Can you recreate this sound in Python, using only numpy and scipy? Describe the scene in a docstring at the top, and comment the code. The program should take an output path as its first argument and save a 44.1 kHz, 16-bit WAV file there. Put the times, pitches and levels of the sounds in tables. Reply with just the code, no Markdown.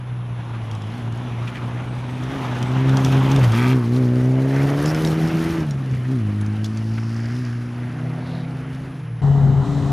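"""Rally car on a gravel bend

A turbocharged four-cylinder car slides through the bend, passes close by and pulls away. Its exhaust
pulses drone and rasp with the throttle, tyres tear at the gravel and stones click. Behind it are a
second, far engine and a faint high whine. Near the end the scene cuts to a car booming in the open."""
import sys
import numpy as np
from scipy import signal
from scipy.fft import rfft, irfft
from scipy.io import wavfile
from scipy.ndimage import uniform_filter1d

SR = 44100
rng = np.random.default_rng(int(sys.argv[2]) if len(sys.argv) > 2 else 0)


def pcm_store(signal):
    """Save signal as 16-bit PCM."""
    levels = np.round(np.clip(np.atleast_2d(signal), -1, 1) * 32767)
    wavfile.write(sys.argv[1], SR, levels.astype(np.int16).T)


N = 437472
T = np.arange(N) / SR


def amp(db):
    """Decibels to gain."""
    return 10 ** (np.asarray(db) / 20)


def unit(x):
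    """Scale to rms 1."""
    return x / np.sqrt(np.mean(x ** 2) + 1e-20)


def curves(rows):
    """Table columns interpolated over the times in the first."""
    times_s, *columns = np.transpose(rows)
    return [np.interp(T, times_s, column) for column in columns]


def held(start_s, end_s, attack_s, release_s):
    """Envelope 0-1: rises from start_s, falls from end_s."""
    return np.clip(np.minimum((T - start_s) / attack_s, 1 - (T - end_s) / release_s), 0, 1)


def bell(centre_s, width_s):
    """Gaussian swell, 0-1."""
    return np.exp(-((T - centre_s) / width_s) ** 2)


def add(mix, start_s, sound):
    """Mix a sound in at start_s."""
    part = mix[round(start_s * SR):][:len(sound)]
    part += sound[:len(part)]


def colour(x, spectrum):
    """Filter by (Hz, dB) points, falling 30 dB per octave beyond the ends; rms 1."""
    hz, db = np.transpose(spectrum)
    bin_oct, point_oct = np.log2(np.fft.rfftfreq(N, 1 / SR) + 1), np.log2(hz)
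    outside_oct = np.maximum(point_oct[0] - bin_oct, 0) + np.maximum(bin_oct - point_oct[-1], 0)
    return unit(irfft(rfft(x) * amp(np.interp(bin_oct, point_oct, db) - 30 * outside_oct), N))


def noise(spectrum):
    """Coloured noise, rms 1."""
    return colour(rng.standard_normal(N), spectrum)


def wander(rate_hz):
    """Smooth random curve up to about rate_hz, rms 1."""
    bin_hz = np.fft.rfftfreq(N, 1 / SR)
    return unit(irfft(rfft(rng.standard_normal(N)) / (1 + (bin_hz / rate_hz) ** 4), N))


def resonate(x, hz, width_hz, widen=1):
    """Two unity-gain resonators in series, the second widen times as wide."""
    for stage_hz in (width_hz, widen * width_hz):
        radius = np.exp(-np.pi * stage_hz / SR)
        x = 2 * signal.lfilter([1 - radius], [1, -radius * np.exp(2j * np.pi * hz / SR)], x).real
    return x


def patchy(x, depth_db, bins=9, frames=16):
    """Patches of the spectrum swell and fade, as on uneven ground; rms 1."""
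    spectra = signal.stft(x, nperseg=1024, noverlap=768)[2]
    field = uniform_filter1d(uniform_filter1d(rng.standard_normal(spectra.shape), bins, 0), frames, 1)
    return unit(signal.istft(spectra * amp(depth_db * unit(field)), nperseg=1024, noverlap=768)[1][:N])


def whine(hz=10519, level_db=-67.5):
    """A faint, steady high tone."""
    return np.sqrt(2) * amp(level_db) * np.sin(2 * np.pi * hz * T)


def far_car(overtone_db=-19):
    """A second engine: distance leaves little but the firing tone."""
    # Each row: time in seconds, firing rate in Hz, level in dB.
    revs = [(7.7, 150, -50), (8.0, 155, -32.5), (8.36, 165.3, -30), (8.55, 156, -37.5), (9.2, 155, -35)]
    hz, db = curves(revs)
    phase = 2 * np.pi * np.cumsum(hz * (1 + 0.00687 * wander(12))) / SR
    tone = np.sin(phase) + amp(overtone_db) * (np.sin(2 * phase) + np.sin(3 * phase))
    return np.sqrt(2) * amp(db + 2.7 * wander(3.2)) * tone


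def booming_car(boom_hz=141.7, sag_hz_per_s=11, edge_s=0.039, burble=0.18, pan_db=2):
    """Two pulls of burbling exhaust, leaning left, with a falling hum, tyre roar and wide hiss."""
    # Each row: start and end in seconds, then relative dB of firing tone, octave, roar and hiss.
    pulls = [(9.2, 9.607, -14.5, -42.5, -35.5, -51), (9.66, 9.93, -20, -30.5, -35.5, -46)]
    # Spectra. Each row: frequency in Hz, relative density in dB.
    rumble_spectrum = [(15, -28), (45, -15), (80, -3.5), (150, -1.5), (200, -6), (260, -13), (450, -22),
                       (800, -34.5)]
    roar_spectrum = [(260, -31), (450, -6.5), (604, -7), (713, -1), (1320, -8.5), (1490, -14),
                     (1990, -15.5), (2520, -37), (3000, -20.5), (3900, -64), (6600, -120)]
    hiss_spectrum = [(1470, -51), (2500, -2.5), (2880, -12), (3110, -4.5), (3950, -1.5), (4690, -10),
                     (5170, -9), (7410, -11), (15000, -33)]
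    start_s, _, tone_db, octave_db, roar_db, hiss_db = curves([(s, *p) for p in pulls for s in p[:2]])
    pulling = np.max([held(begin_s, end_s, edge_s, edge_s) for begin_s, end_s, *_ in pulls], 0)
    phase = 2 * np.pi * np.cumsum(boom_hz - sag_hz_per_s * (T - start_s)) / SR
    odd_orders = np.sin(phase) + amp(-30) * (np.sin(3 * phase) + np.sin(5 * phase))
    tones = pulling * amp(tone_db) * odd_orders + amp(octave_db) * np.sin(2 * phase)
    boom = np.sqrt(2) * tones * (1 + burble * wander(45))
    hum_hz = np.interp(T, [9.2, 9.9], [416, 392])
    hum = amp(-35) * np.sin(2 * np.pi * np.cumsum(hum_hz) / SR)
    rumble = amp(-26 + 6 * bell(centre_s=9.5, width_s=0.06)) * noise(rumble_spectrum)
    side = np.array([[1], [-1]])  # left, right
    roar = patchy(noise(roar_spectrum), depth_db=1.4) + 0.086 * side * noise(roar_spectrum)
    hiss = noise(hiss_spectrum) + 0.35 * side * noise(hiss_spectrum)
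    return (boom + hum + rumble) * amp(pan_db * side) + amp(roar_db) * roar + amp(hiss_db - 2) * hiss


def turbo(base_db=-68, db_per_hz=-0.03, fade_s=0.07, waver=0.0037, flicker_db=4):
    """The compressor's thin, unsteady whistle, fainter as its pitch rises."""
    # Each row: time in seconds, pitch in Hz.
    pitch = [(1.6, 8200), (2.15, 8050), (2.41, 8900), (2.72, 7750)]
    hz, = curves(pitch)
    start_s, start_hz = pitch[0]
    spinning = held(start_s, pitch[-1][0] - fade_s, fade_s, fade_s)
    level_db = base_db + db_per_hz * (hz - start_hz) + flicker_db * wander(22)
    phase = 2 * np.pi * np.cumsum(hz * (1 + waver * wander(80))) / SR
    return spinning * amp(level_db) * np.sin(phase)


def tyre_levels(nearness, load, coasting_db=-11):
    """Roar, grit and rumble in relative dB: rolling, which falls with distance, plus slides."""
    # Tyres break loose. Each row: start and end in seconds, then relative dB of roar, grit and rumble.
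    slides = [(0.246, 1.018, -42.5, -64, -41), (0.88, 2.25, -40.5, -69, -37), (2.118, 3.705, -32, -57, -33),
              (2.786, 3.377, -31.5, -48, -27), (3.223, 3.673, -40, -45, -50),
              (4.36, 5.588, -34, -48.5, -31), (4.677, 5.09, -39, -46, -32), (5.05, 5.986, -70, -57.5, -34),
              (7.496, 8.92, -46.5, -68, -38)]
    roar = amp(-39.5) * nearness ** 0.99
    spray = amp(-50.5 + coasting_db * (1 - load)) * nearness ** 1.4  # undriven wheels throw less
    rumble = amp(-38.5) * nearness ** 0.9
    power = np.array([roar, spray, rumble]) ** 2
    for start_s, end_s, *levels_db in slides:
        power += np.outer(amp(levels_db), held(start_s, end_s, attack_s=0.29, release_s=0.11)) ** 2
    return 10 * np.log10(power)


def ground_rumble(level_db):
    """Low noise of tyres on the ground."""
    # Each row: frequency in Hz, relative density in dB.
    spectrum = [(15, -26), (35, -13), (70, -4), (110, -1.5), (200, -0.5), (330, -6.5), (480, -15),
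                (900, -27)]
    return amp(level_db) * noise(spectrum)


def gravel_roar(level_db, cycles, pulsing, turn_start_s=3.32, turn_s=0.67):
    """Churned gravel and pulsing exhaust gas, changing colour as the car goes by."""
    # Spectra. Each row: frequency in Hz, relative density in dB.
    coming = [(300, -6), (450, -1.5), (650, -0.5), (850, 2), (1290, -2), (1600, -6), (2200, -8.5),
              (3500, -12.5), (4600, -28), (6000, -25.5)]
    going = [(300, -9), (500, -2), (700, 0), (980, -2.5), (1300, -1.5), (2000, -5), (2600, -9.5),
             (3000, -11.5), (4100, -24), (6000, -25)]
    passed = np.clip((T - turn_start_s) / turn_s, 0, 1)
    rush = patchy(np.sqrt(1 - passed) * noise(coming) + np.sqrt(passed) * noise(going), depth_db=1.33)
    throb = np.sqrt(1 - pulsing + pulsing * gas_puffs(cycles, decay_cycles=0.92) ** 2)
    return amp(level_db + wander(32)) * rush * throb


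def grainy_swells(grain=0.41):
    """Grainy swells of band noise: gravel crunches and the tail of the exhaust rasp."""
    # Each row: midpoint in seconds, length in seconds, centre in Hz, width in Hz, level in dB.
    swells = [(1.483, 0.048, 2240, 1500, -36.5), (1.57, 0.07, 2040, 1500, -37),
              (3.441, 0.045, 1780, 2500, -28.5), (3.793, .2, 1050, 447, -35),
              (4.573, 0.25, 1860, 899, -35.5), (4.827, .16, 1430, 600, -36), (4.884, 0.11, 5310, 1200, -38),
              (6.653, 0.05, 4500, 3000, -40.5), (6.984, .022, 1520, 1400, -33),
              (7.187, 1.6, 5050, 1850, -51), (7.324, 0.87, 1610, 990, -43), (8.203, 1.0, 634, 379, -42.5),
              (8.323, 0.39, 3904, 1200, -50)]
    out = np.zeros(N)
    grainy = rng.standard_normal(N) * np.exp(grain * wander(200))
    for mid_s, length_s, hz, width_hz, db in swells:
        swell = np.hanning(round(length_s * SR))
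        part = grainy[round(mid_s * SR):][:len(swell)]
        add(out, mid_s - length_s / 2, amp(db) * swell * unit(resonate(part, hz, width_hz)))
    return out


def crackle(hits_per_s=1500, spread_db=3, ring_s=0.0015, pitches=24):
    """Countless small stones, each a brief noisy ring; a few are large."""
    t, out = np.arange(512) / SR, np.zeros(N)
    for hz in np.linspace(3000, 14500, pitches):
        size = amp(spread_db * np.minimum(rng.exponential(1, N), 5))
        hits = size * rng.choice([-1, 1], N) * (rng.random(N) < hits_per_s / pitches / SR)
        ring = np.exp(-t / ring_s) * (np.sin(2 * np.pi * hz * t) + 0.72 * rng.standard_normal(len(t)))
        out += signal.oaconvolve(hits, ring)[:N]
    return unit(out)


def grit(level_db, gain_db=2, dust=0.93, clump_db=2):
    """Spray of grit and dust; the nearer and louder, the more treble it keeps."""
    # Spectra. Each row: frequency in Hz, relative gain in dB.
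    far_spectrum = [(2500, 0.5), (4000, 0), (5000, -2.5), (6500, -5.5), (7600, -11.5), (10000, -9.5),
                    (12500, -16), (15500, -23)]
    near_spectrum = [(2500, -4), (4000, -3), (5300, -3), (6500, -6.5), (7800, -13), (10500, -9),
                     (13000, -12), (15500, -25)]
    spray = (crackle() + dust * rng.standard_normal(N)) * amp(clump_db * wander(16))
    near = np.clip((level_db + 54) / 9, 0, 1)
    blend = near * colour(spray, near_spectrum) + (1 - near) * colour(spray, far_spectrum)
    return amp(level_db + gain_db) * blend


def stones(crack_s=0.002, ring_s=0.0073, scatter_s=0.073):
    """Stones strike car and ground: a hard crack, two ringing modes, a scatter of chips."""
    # Each row: start in seconds, relative level in dB, pitch of the stone's main ring in Hz.
    strikes = [(0.713, -29, 3180), (0.7513, -33, 3820), (0.82, -34, 3420), (1.124, -35, 2980),
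               (1.1749, -35, 3120), (2.6275, -24, 3090), (2.8943, -25, 3530), (2.9708, -17.5, 3220),
               (3.048, -16, 3400), (3.124, -24.5, 3100), (3.3162, -19.5, 3360), (3.362, -19.5, 3540),
               (3.5205, -22, 3218), (4.8597, -19, 5300), (4.947, -22, 5250), (5.0491, -18.5, 3816),
               (5.073, -20.5, 5350), (5.2745, -29, 5130), (5.709, -26.5, 5590), (6.1142, -36, 3268),
               (6.412, -31, 9960), (6.4627, -33.5, 6190), (6.6445, -22.5, 3467), (6.7727, -29, 4600)]
    t, out = np.arange(4000) / SR, np.zeros(N)
    band = signal.butter(2, [1900, 7000], "band", fs=SR)
    envelope = np.exp(-t / crack_s) + 0.074 * np.exp(-t / scatter_s)
    for start_s, db, hz in strikes:
        crack = signal.lfilter(*band, rng.standard_normal(len(t))) * envelope
        modes = np.sin(2 * np.pi * hz * t) + 0.5 * np.sin(2 * np.pi * rng.uniform(4500, 7000) * t)
        add(out, start_s, amp(db - 1) * (crack + 0.32 * modes * np.exp(-t / ring_s)))
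    return out


def gas_puffs(cycles, decay_cycles):
    """Envelope of the decaying puff of gas from each firing; rms 1."""
    return unit(np.exp(-((cycles + 0.05) % 1) / decay_cycles))


def pops(rise_s=0.011, fall_s=0.045):
    """Unburnt fuel goes off in the pipe: short, dull bursts."""
    # Each row: start in seconds, level in dB.
    bursts = [(.75, -43), (3.37, -20), (3.43, -24.5)]
    gas = unit(resonate(rng.standard_normal(N), hz=260, width_hz=550))
    return gas * sum(amp(db) * held(s, s + rise_s, rise_s, fall_s) for s, db in bursts)


def bark(cycles, level_db=-36.5):
    """Gas puffs in the pipe's lowest resonance, heard from straight behind."""
    gas = gas_puffs(cycles, decay_cycles=0.38) * rng.standard_normal(N)
    return amp(level_db) * unit(resonate(gas, hz=560.2, width_hz=360))


def rasp(cycles, level_db=-29):
    """Sharp, turbulent puffs ring the tailpipe as the throttle is floored close by."""
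    # Each row: resonance in Hz, width in Hz, relative gain in dB.
    modes = [(944, 140, 3.5), (1220, 170, 6), (1520, 120, 2.5), (2050, 210, -2), (2310, 330, 0.5),
             (3160, 180, -3), (4030, 160, -13)]
    gas = gas_puffs(cycles, decay_cycles=0.27) * rng.standard_normal(N)
    pipe = unit(sum(amp(db) * resonate(gas, hz, width_hz, widen=4) for hz, width_hz, db in modes))
    return amp(level_db) * held(start_s=3.51, end_s=3.72, attack_s=0.059, release_s=0.033) * pipe


def drone(cycles, tone_db, octave_db, corner_hz, uneven, fall_db_per_oct=17, flutter_hz=45):
    """Exhaust pulses as aligned engine orders; uneven firing shakes their size and timing."""
    # Each row: multiple of the firing rate, relative level in dB.
    orders = [(.5, -31), (1, 2), (1.5, -22), (2, -1), (2.5, -18), (3, -10), (3.5, -21.5), (4, -19),
              (4.5, -25), (5, -19.5), (5.5, -42), (6, -31), (6.5, -28), (7, -26)]
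    order_db = dict(orders)
    hz = np.gradient(cycles) * SR
    shaken = cycles + 0.07 * uneven * wander(flutter_hz)
    out = np.zeros(N)
    for order, db in orders:
        size = amp(tone_db + db if order < 2 else octave_db + db - order_db[2])
        if order > 2:
            size *= amp(-fall_db_per_oct * np.maximum(np.log2(order * hz / corner_hz), 0))
        if order % 1:  # half orders come from unequal cylinders
            size *= uneven / 0.11 * amp(2 * wander(13))
        drift_rad = 0.45 * max(order - 2.5, 0) * wander(14)  # echo off the ground shifts the high orders as the car moves
        out -= size * np.sin(2 * np.pi * order * shaken + drift_rad)
    return np.sqrt(2) * out * (1 + 0.45 * uneven * wander(flutter_hz))


def exhaust(cycles, hz, tone_db, flare_db, load, nearness, loaded_db=0.25, coasting_db=-22.5):
    """Load and pipe aim brighten the drone; coasting and high-rev strain make it waver."""
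    aim = bell(centre_s=4.6, width_s=0.43)  # the tailpipe points at the listener
    strain = np.clip((hz - 137.7) / 29, 0, 1)
    uneven = 0.13 + 0.15 * (1 - load) + 0.27 * strain
    octave_db = tone_db + load * loaded_db + (1 - load) * coasting_db
    corner_hz = 231 + 198 * load * nearness ** 2 + 480 * aim - 60.6 * strain
    waver_db = 7 * uneven * wander(7)
    tones = drone(cycles, tone_db + flare_db + waver_db, octave_db, corner_hz, uneven)
    return tones + aim * bark(cycles) + rasp(cycles) + pops()


def driving(rise_s=0.118, fall_s=0.087, press_s=0.068, lift_s=0.087, load_per_hz=0.016):
    """Firing rate, tone level, its change in rev flares, and engine load 0-1."""
    # Wheels gripping. Each row: time in seconds, firing rate in Hz, relative tone level in dB.
    revs = [(0, 124.1, -29.8), (0.52, 117.0, -30.1), (0.86, 104.0, -29.5), (1.06, 114.3, -26.5),
            (2.22, 125.9, -29.5), (2.62, 123.4, -27.5), (2.84, 132.5, -17.5), (3.37, 132.4, -18.5),
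            (3.52, 109.9, -18.6), (3.62, 123.7, -19.5), (3.85, 115.7, -22.5), (4.1, 122.5, -19.5),
            (4.8, 143.7, -22), (4.9, 155.6, -25), (5.57, 165.7, -23.5), (5.73, 137.5, -24.5),
            (6.01, 124.4, -25.5), (6.28, 102.8, -23.5), (7.41, 117.9, -27.5), (9.01, 132.5, -35),
            (9.04, 118.0, -31.6)]
    # Wheel slips and throttle blips. Each row: peak time in seconds, rise in Hz, tone change in dB.
    flares = [(0.971, 12.94, -5.5), (1.251, 8.7, -4.6), (1.55, 4.57, -7.5), (2.36, 13.25, -5.6),
              (3.38, 5.43, 1), (3.748, 11.5, 3.5), (3.988, 9.75, 0.4), (6.138, 18.5, 1.5), (7.4, 8.3, -0.5)]
    # Each row: pedal down in seconds, pedal lifted in seconds, load 0-1.
    presses = [(0.76, 2.1, .47), (2.06, 3.38, 0.74), (3.479, 5.62, 0.88), (5.694, 6.1, 0.43),
               (6.031, 8.97, 0.8)]
    hz, tone_db = curves(revs)
    flare_hz, flare_db = sum(np.outer([rise_hz, db], held(peak_s - rise_s, peak_s, rise_s, fall_s))
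                             for peak_s, rise_hz, db in flares)
    throttle = np.max([load * held(down_s, up_s, press_s, lift_s) for down_s, up_s, load in presses], 0)
    return hz + flare_hz, tone_db, flare_db, np.clip(throttle + load_per_hz * flare_hz, 0, 1)


def passing_car(nearest_s=3.73, nearest_m=14, speed_m_per_s=5.27):
    """Engine and gravel of the car in the bend."""
    hz, tone_db, flare_db, load = driving()
    cycles = np.cumsum(hz) / SR
    nearness = nearest_m / np.hypot(nearest_m, speed_m_per_s * (T - nearest_s))
    roar_db, grit_db, rumble_db = tyre_levels(nearness, load)
    engine = exhaust(cycles, hz, tone_db, flare_db, load, nearness) + turbo()
    rumble = ground_rumble(rumble_db)
    roar = gravel_roar(roar_db, cycles, pulsing=0.37 * (load * nearness) ** 2)
    return engine + rumble + roar + grainy_swells() + grit(grit_db) + stones()


def scene(cut_s=9.215):
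    """The bend in mono, then a hard cut to the second spot in stereo."""
    before = np.clip((cut_s - T) / 0.0045, 0, 1)
    after = np.clip((T - cut_s) / 0.0043, 0, 1)
    return before * (passing_car() + far_car() + whine()) + after * booming_car()


def record(dry, cutoff_hz=15300):
    """Steep low-pass."""
    taps = signal.firwin(511, cutoff_hz, window=("kaiser", 9), fs=SR)
    return signal.oaconvolve(dry, taps[None], "same")


dry = scene()
out = record(dry)
pcm_store(out)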